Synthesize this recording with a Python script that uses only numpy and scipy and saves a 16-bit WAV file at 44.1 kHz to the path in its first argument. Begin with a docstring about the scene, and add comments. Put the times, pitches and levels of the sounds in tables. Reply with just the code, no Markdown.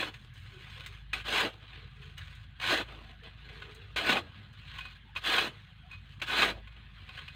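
"""Shovelling sand in a yard

Close to the microphone a steel shovel digs in a heap of sand: the blade lands, scrapes in, lifts, and sand slides off.
Random grain contacts drive the blade's modes, a gritty scrape, a packed-sand thud and a fine hiss; bright clicks tick.
A wall and the ground return weak early copies. Far off an engine idles as a sum of some orders of its cycle,
among faint hums made of narrow noise bands and the yard's hush of coloured noise."""
import sys
import numpy as np
from scipy import signal
from scipy.fft import rfft, irfft, next_fast_len
from scipy.io import wavfile
from scipy.ndimage import uniform_filter1d, map_coordinates

SR = 44100
rng = np.random.default_rng(int(sys.argv[2]) if len(sys.argv) > 2 else 0)


def digitize_waveform(pressure):
    """Quantize a signal to 16-bit integers and store it at the path in sys.argv[1].

    Rows of a 2-D input are taken as channels; values are limited to [-1, 1].
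    """
    field = np.atleast_2d(pressure).T
    bounded = np.clip(field, -1, 1)
    quanta = np.round(bounded * 32767).astype(np.int16)
    wavfile.write(sys.argv[1], SR, quanta)


N = 324135

# Strokes into the heap. Each row: landing in seconds, skid level in dB, end of skid in seconds, bite in seconds,
# loaded moment in seconds, its scrape in dB, hardest moment in seconds, its scrape in dB, stop in seconds,
# thud offset in dB.
SHOVEL_STROKES = [(-.3, -40, -.22, -.2, -.1, -35, 0, -32, .085, 0),
                  (1.14, -40, 1.215, 1.255, 1.34, -30, 1.41, -29, 1.485, -1),
                  (2.59, -60, 2.595, 2.615, 2.67, -31, 2.71, -26, 2.812, -3),
                  (3.965, -31, 4.02, 4.03, 4.075, -30, 4.11, -26.5, 4.19, 2),
                  (5.165, -40, 5.18, 5.24, 5.275, -29.5, 5.4, -27, 5.475, -2),
                  (6.22, -38, 6.237, 6.275, 6.31, -33, 6.435, -25, 6.507, 1)]
# Sand sliding between strokes. 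Each row: start in seconds, fullest moment in seconds, end in seconds,
# slide level in dB, thud relative to the slide in dB, hiss relative to the slide in dB.
SAND_SLIDES = [(.1, .14, .3, -59, -8, -14), (.335, .36, .55, -57, -22, -14), (.45, .8, 1.02, -50, -19, -20),
               (1.5, 1.53, 1.64, -58, -6, -20), (1.6, 1.73, 1.89, -51, -15, -34),
               (1.9, 2.04, 2.2, -55, -20, -21), (2.165, 2.19, 2.46, -50, -24, -21),
               (2.82, 2.93, 3.16, -53, -6, -24), (3.225, 3.25, 3.36, -51, -8, -35),
               (3.36, 3.54, 4.0, -52, -11, -25), (4.2, 4.36, 4.6, -56, -9, -28),
               (4.57, 4.77, 4.98, -48, -25, -24), (5.48, 5.56, 5.8, -59, -14, -24),
               (5.88, 5.94, 6.03, -56, -20, -25), (6.04, 6.12, 6.21, -62, -18, -17),
               (6.52, 6.75, 7.05, -59, -16, -36), (6.93, 7.19, 7.5, -51, -19, -25)]
# Close contacts: blade landings, hard crunches within strokes, knocks and stones on the blade.
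# Each row: time in seconds, contact level before trim in dB, ring relative to it before trim in dB,
# best rung mode in Hz.
BLADE_HITS = [(.03, -33, 14, 544), (0.142, -35, -20, 1950), (.862, -36, -14, 2070), (1.1328, -17, -9, 2600),
              (1.2037, -34, -4, 2630), (1.4497, -24, -8, 1690), (2.18, -36, -20, 1710),
              (2.6, -26.5, -14.5, 2500), (2.8098, -27, -3, 1507), (3.235, -43, -12, 1730),
              (3.49, -44, -6, 2070), (3.6207, -43, 4, 1620), (3.9623, -20, -8.5, 2510),
              (4.0941, -14, -11, 1466), (4.1246, -18, -2, 2660), (4.1695, -22, 4, 3340),
              (4.7865, -32, -11, 3150), (4.808, -37, -8, 2520), (4.8535, -38, -7, 2530),
              (5.153, -32, -3, 1940), (5.1627, -24, 3, 2830), (5.3612, -22, -2, 1660),
              (5.3828, -14, 3, 749), (5.913, -45, -9, 2530), (5.9314, -46, -3.5, 2520),
              (6.199, -40, -7, 1750), (6.2177, -17.5, -21, 1650), (6.3, -26, 0, 544),
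              (6.385, -18, -10, 1630), (6.4219, -11.5, -2, 2910), (6.6736, -48, -2, 3150),
              (7.0912, -40, -3, 1710), (7.1758, -36, -5.5, 1640), (7.19, -38, -8, 3150),
              (7.2806, -36, -20, 2510)]
# Modes of the free blade. Each row: frequency in Hz, relative level in dB, undamped 60 dB decay in seconds.
BLADE_MODES = [(315, -22, 0.15), (544, -7, 0.059), (749, -7.5, 0.069), (1071, 3.5, 0.091), (1255, -7.5, .1),
               (1490, 7.5, .08), (1644, -1, 0.046), (2070, 2.5, 0.065), (2510.4, 2.5, .2), (2708, 4, .08),
               (2980, -12, 0.057), (3158, 4.5, 0.067), (3430, -6.5, 0.045), (3740, -0.5, 0.067),
               (4090, -13, 0.016), (4520, -25, 0.061), (6300, -35, 0.08), (7210, -20, 0.1),
               (8450, -25, 0.082)]
# Colour of the gritty scrape. Each row: frequency in Hz, relative density in dB per Hz.
GRIT_COLOUR = [(470, -26), (800, -18.5), (1060, -2.5), (1350, -5), (1600, -2), (1810, 0), (3020, 1.5),
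               (4110, -3.5), (5600, -34.5), (7280, -45), (12300, -120)]
# Colour of the packed sand's thud. Each row: frequency in Hz, relative density in dB per Hz.
THUD_COLOUR = [(76, -50), (130, -13.5), (303, -2.5), (620, -4), (742, -7), (1000, -13), (1300, -14),
               (2200, -120)]
# Colour of the fine grains' hiss. Each row: frequency in Hz, relative density in dB per Hz.
HISS_COLOUR = [(2940, -26), (5000, -5), (5760, -14), (6290, -3), (7640, -10.5), (8460, -7), (10800, -20),
               (14900, -13), (16000, -20.5)]
# Far engine's idle. Each row: time in seconds, frequency of the fourth order in Hz, its level before wavering in dB.
ENGINE_IDLE = [(0.0, 49.1, -60), (0.59, 49.1, -60), (0.71, 53.1, -54.5), (3.32, 53.3, -54.5),
               (4.22, 56.7, -57), (4.36, 54.6, -60.5), (4.83, 53.2, -54.5), (5.8, 52.5, -59.5),
               (6.43, 53.1, -49.5), (7.35, 53.3, -56)]
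# Upper engine orders. Each row: order of the cycle as a number, relative level in dB.
EXHAUST_ORDERS = [(5, -18), (6, 4.5), (7, -8), (8, 2.5), (9, -9), (10, 2.5), (11, 1), (12, -4.5),
                  (13, -15.5), (14, -7.5), (15, -34)]
# Colour of the engine's rumble. Each row: frequency in Hz, relative density in dB per Hz.
RUMBLE_COLOUR = [(21, -37), (35, -15), (102, 13), (204, -18.5), (237, -24.5), (300, -20), (390, -79),
                 (660, -120)]
# Colour of the open yard. Each row: frequency in Hz, relative density in dB per Hz.
HUSH_COLOUR = [(120, -18), (200, 2.5), (311, -15.5), (601, -25), (1530, -9.5), (1650, -8), (2330, -16),
               (3310, -11), (5130, -38), (8420, -42), (16000, -45)]
# Faint hums in the yard, and one short low band (474 Hz, 3.22 to 3.29 s) that gives the contact at 3.235 s its
# body. # Each row: start in seconds, end in seconds, centre in Hz, level before trim in dB.
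YARD_HUMS = [(0.51, .65, 376.4, -63), (0.755, 0.81, 496, -66), (0.875, 0.942, 415, -67.5),
             (1.73, 1.878, 450, -68), (1.956, 2.12, 428, -67.5), (3.01, 3.194, 718, -70),
             (3.22, 3.29, 474, -62), (3.42, 3.94, 433, -63), (3.55, 4.3, 62.4, -62),
             (5.04, 5.136, 878, -69.5), (5.825, 5.897, 717, -68)]
# Bright clicks, some on top of a blade contact. Each row: time in seconds, level before trim in dB.
BRIGHT_CLICKS = [(0.3386, -60), (0.8625, -44), (2.1802, -50), (2.3521, -59), (3.7477, -52.5),
                 (4.5306, -61.5), (4.783, -51), (5.915, -60), (7.1733, -61)]

TOP_HZ = 15800  # upper band limit
SKID_DB_PER_S, LIFT_DB, LIFT_S = -100, -16, .025  # the skid fades, then the blade hops clear
BITE_DB, STOP_DB = -12, -12  # scrape relative to its hardest at those moments
RELEASE_S, RELEASE_DB, SETTLE_S, SETTLE_DB = .033, -30, .11, -47  # after the stop, relative to the hardest
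SHALLOW_DB, DEEP_DB, SETTLING_DB = -15, -3, 5  # added to the thud offset at the bite, the stop and at rest
EDGE_DB = -11  # a slide begins and ends this far under its fullest
TRICKLE_DB = -66  # a thin trickle never stops
CRUNCH_T60, FREE_THUD_DB = .05, -30  # seconds; thud relative to crunch for a contact on the blade in the air
UPPER_DB = -56.5  # mean level of the upper engine orders together


def amp(db):
    """Decibels to an amplitude factor."""
    return 10 ** (np.asarray(db) / 20)


def unit(x):
    """x scaled to an RMS of one."""
    return x / np.sqrt(np.mean(x ** 2) + 1e-20)


def curves(rows):
    """One value per sample for each column after the time."""
    times, *columns = np.transpose(rows)
    return [np.interp(np.arange(N) / SR, times, c) for c in columns]


def wobble(rate):
    """A smooth random curve with rate knots a second."""
    knots = rng.standard_normal(int(N * rate / SR) + 4)
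    return map_coordinates(knots, [np.arange(N) * rate / SR])


def filtered(x, response):
    """x passed through a complex response of frequency."""
    m = next_fast_len(N + SR // 2)  # spare length lets the ringing die away
    spectrum = rfft(x, m) * response(np.fft.rfftfreq(m, 1 / SR))
    return irfft(spectrum, m)[..., :N]


def colour(points):
    """Gain through (Hz, dB) points on a log frequency axis."""
    f, db = np.transpose(points)
    return lambda hz: amp(np.interp(np.log(hz + 1), np.log(f + 1), db))


def patchy(x, depth_db):
    """Random gain in patches of time and frequency, so the colour shifts from moment to moment."""
    z = signal.stft(x, nperseg=512)[2]
    across_hz = uniform_filter1d(rng.standard_normal(z.shape), size=3, axis=0)
    field = uniform_filter1d(across_hz, size=6, axis=1)
    return unit(signal.istft(z * amp(depth_db * unit(field)), nperseg=512)[1][:N])


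def grains(share, spread_db, clump_db, patchy_db):
    """Sand contacts on a share of the samples, some larger than the rest, coming in clumps."""
    sizes = amp(spread_db * rng.standard_normal(N)) * rng.standard_normal(N)
    contacts = sizes * (rng.random(N) < share)
    clumps = amp(clump_db * wobble(120) + clump_db * wobble(35))
    return patchy(contacts * clumps, patchy_db)


def blade(damping):
    """Response of the steel blade as a sum of resonances; more damping widens every mode."""
    hz, db, t60 = np.transpose(BLADE_MODES)
    gains = amp(db) * (-1) ** np.arange(len(hz))
    widths = np.log(1000) / np.pi / t60 * damping
    return lambda f: sum(g * 1j * f * w / (c * c - f * f + 1j * f * w) for c, g, w in zip(hz, gains, widths))


def played(tables, contacts, damping, ring_db, fade_s):
    """Contacts drive steel, packed sand and hiss; the tables give the three levels and add in power."""
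    grit = unit(filtered(contacts, colour(GRIT_COLOUR)))
    ring = unit(filtered(contacts, blade(damping)))
    thud = amp(3 * wobble(22)) * filtered(contacts, colour(THUD_COLOUR))
    hiss = filtered(contacts, colour(HISS_COLOUR))
    layers = [unit(grit + amp(ring_db) * ring), unit(thud), unit(hiss)]
    power, t = np.zeros((3, N)), np.arange(N) / SR
    for rows in tables:
        level_db, thud_db, hiss_db = curves(rows)
        inside_s = np.minimum(t - rows[0][0], rows[-1][0] - t)
        gate = np.clip(inside_s / fade_s + .5, 0, 1)
        power += (gate * amp([level_db, level_db + thud_db, level_db + hiss_db])) ** 2
    return np.sum(np.sqrt(power) * layers, axis=0)


def stroke(lands, skid_db, skid_end, bites, loaded, loaded_db, hardest, top_db, stops, thud_db):
    """One stroke through skid, hop, push and stop, as rows of time, scrape level and thud relative to scrape."""
    faded_db = skid_db + SKID_DB_PER_S * (skid_end - lands)
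    hop = min(skid_end + LIFT_S, (skid_end + bites) / 2)
    hop_db = faded_db + LIFT_DB * (hop - skid_end) / LIFT_S
    times = [lands, skid_end, hop, bites, loaded, hardest, stops, stops + RELEASE_S, stops + SETTLE_S]
    from_hardest_db = top_db + np.array([0, STOP_DB, RELEASE_DB, SETTLE_DB])
    levels = [skid_db, faded_db, hop_db, top_db + BITE_DB, loaded_db, *from_hardest_db]
    # the thud grows as the blade digs in
    thuds = thud_db + np.interp(times, [bites, stops, times[-1]], [SHALLOW_DB, DEEP_DB, SETTLING_DB])
    return np.transpose([times, levels, thuds])


def strokes(hiss_db):
    """Close scrapes: dense grains under load drive the blade, damped by the sand on it."""
    tables = [[(s, db, thud_db, hiss_db) for s, db, thud_db in stroke(*row)] for row in SHOVEL_STROKES]
    contacts = grains(share=.6, spread_db=3, clump_db=.9, patchy_db=2.4)
    return played(tables, contacts, damping=1.18, ring_db=-1, fade_s=.0033)


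def slides():
    """Loose grains run over the freer blade; each slide swells and thins out above a constant trickle."""
    tables = []
    for start, full, end, db, thud_db, hiss_db in SAND_SLIDES:
        swell = [(start, EDGE_DB), (full, 0), (end, EDGE_DB)]
        tables.append([(s, db + edge_db, thud_db, hiss_db) for s, edge_db in swell])
    tables.append([(s, TRICKLE_DB, -22, -30) for s in (-1, N / SR + 1)])
    contacts = grains(share=.15, spread_db=3.5, clump_db=1.1, patchy_db=2.5)
    return played(tables, contacts, damping=0.65, ring_db=-4.5, fade_s=.03)


def engine():
    """Far idle: uneven firings give the fourth to fifteenth orders of the cycle, each wavering; the fourth booms."""
    boom_hz, boom_db = curves(ENGINE_IDLE)
    cycle = 2 * np.pi * np.cumsum(boom_hz / 4) / SR
    boom = np.sqrt(2) * np.cos(4 * cycle + .6 * wobble(6)) * amp(2.5 * wobble(5))
    upper = sum(amp(db + 3.46 * wobble(4)) * np.cos(k * cycle + .5 * wobble(4)) for k, db in EXHAUST_ORDERS)
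    rumble = unit(filtered(rng.standard_normal(N), colour(RUMBLE_COLOUR))) * amp(2.5 * wobble(14))
    return amp(boom_db) * boom + amp(UPPER_DB + 1.5 * wobble(2.5)) * (unit(upper) + rumble)


def yard():
    """The far hush of the open air: coloured noise of slowly wandering level."""
    noise = patchy(rng.standard_normal(N), depth_db=5)
    return amp(-63.5 + wobble(2.68)) * unit(filtered(noise, colour(HUSH_COLOUR)))


def hits():
    """Each close contact crushes a short burst of grains and rings the blade, most of all near its best mode."""
    out, t = np.zeros(N + SR), np.arange(SR // 5) / SR
    noise = grains(share=.5, spread_db=3, clump_db=1.26, patchy_db=2.5)
    colours = (GRIT_COLOUR, THUD_COLOUR, HISS_COLOUR)
    crunch, thud, hiss = (unit(filtered(noise, colour(points))) for points in colours)
    hz, db, t60 = (c[:, None] for c in np.transpose(BLADE_MODES))
    digs = [stroke(*row) for row in SHOVEL_STROKES]
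    for k, (s, peak_db, ring_db, best_hz) in enumerate(BLADE_HITS):
        draw = rng.standard_normal((2, len(BLADE_MODES), 1))  # mode levels and phases
        favour_db = 14 * np.exp(-(np.log(hz / best_hz) / 0.036) ** 2) + 3 * draw[0]
        # from just before landing until the stop, sand around the blade chokes its ring
        buried = [rows for rows in digs if rows[0, 0] < s + 1 / 30 and s < rows[-3, 0]]
        thud_db = np.interp(s, buried[0][:, 0], buried[0][:, 2]) if buried else FREE_THUD_DB
        decay_db = -60 * t / t60 * (3 if buried else 1.05)
        ring = np.sum(amp(db + favour_db + decay_db) * np.sin(2 * np.pi * hz * t + 2 * draw[1]), 0)
        grit = (crunch + amp(thud_db) * thud + amp(-21) * hiss)[k * len(t):][:len(t)]
        burst = grit * amp(-60 * t / CRUNCH_T60)
        rise = 1 - np.exp(-t / (0.0052 if buried else .0025))
        contact = rise * (burst + amp(ring_db - 7.5) * ring)
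        out[round((s - .002) * SR):][:len(t)] += amp(peak_db - 2) * contact
    for s, peak_db in BRIGHT_CLICKS:
        start = round(s * SR)
        out[start:][:len(t)] += amp(peak_db - 7.5 - 60 * t / 0.074) * np.roll(hiss, start)[:len(t)]
    return out[:N]


def hums():
    """Faint narrow bands of noise, each a randomly modulated tone that swells and fades."""
    t, out = np.arange(N) / SR, np.zeros(N)
    for start, end, hz, db in YARD_HUMS:
        swell = np.sin(np.pi * np.clip((t - start) / (end - start), 0, 1)) ** 0.68
        turn = 2 * np.pi * hz * t
        band = (0.22 + wobble(0.24 * hz)) * np.cos(turn) + wobble(0.17 * hz) * np.sin(turn)
        out += amp(db + 3.5) * swell * band
    return out


def wall(x):
    """A block wall and the ground return a few weak early copies."""
    echoes = [(.004, -30), (.009, -17.5), (.017, -17.5), (.026, -24)]  # delay in seconds, level in dB
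    return x + sum(amp(db) * np.pad(x, (round(s * SR), 0))[:N] for s, db in echoes)


def scene():
    """Shovel and sand near the wall; engine, hums and hush far off."""
    shovel = strokes(hiss_db=-21) + slides() + hits()
    return (wall(shovel) + engine() + hums() + yard())[None]


def record(dry):
    """The camera's microphone channel keeps nothing above its band limit."""
    return filtered(dry, lambda hz: hz < TOP_HZ)


dry = scene()
out = record(dry)
digitize_waveform(out)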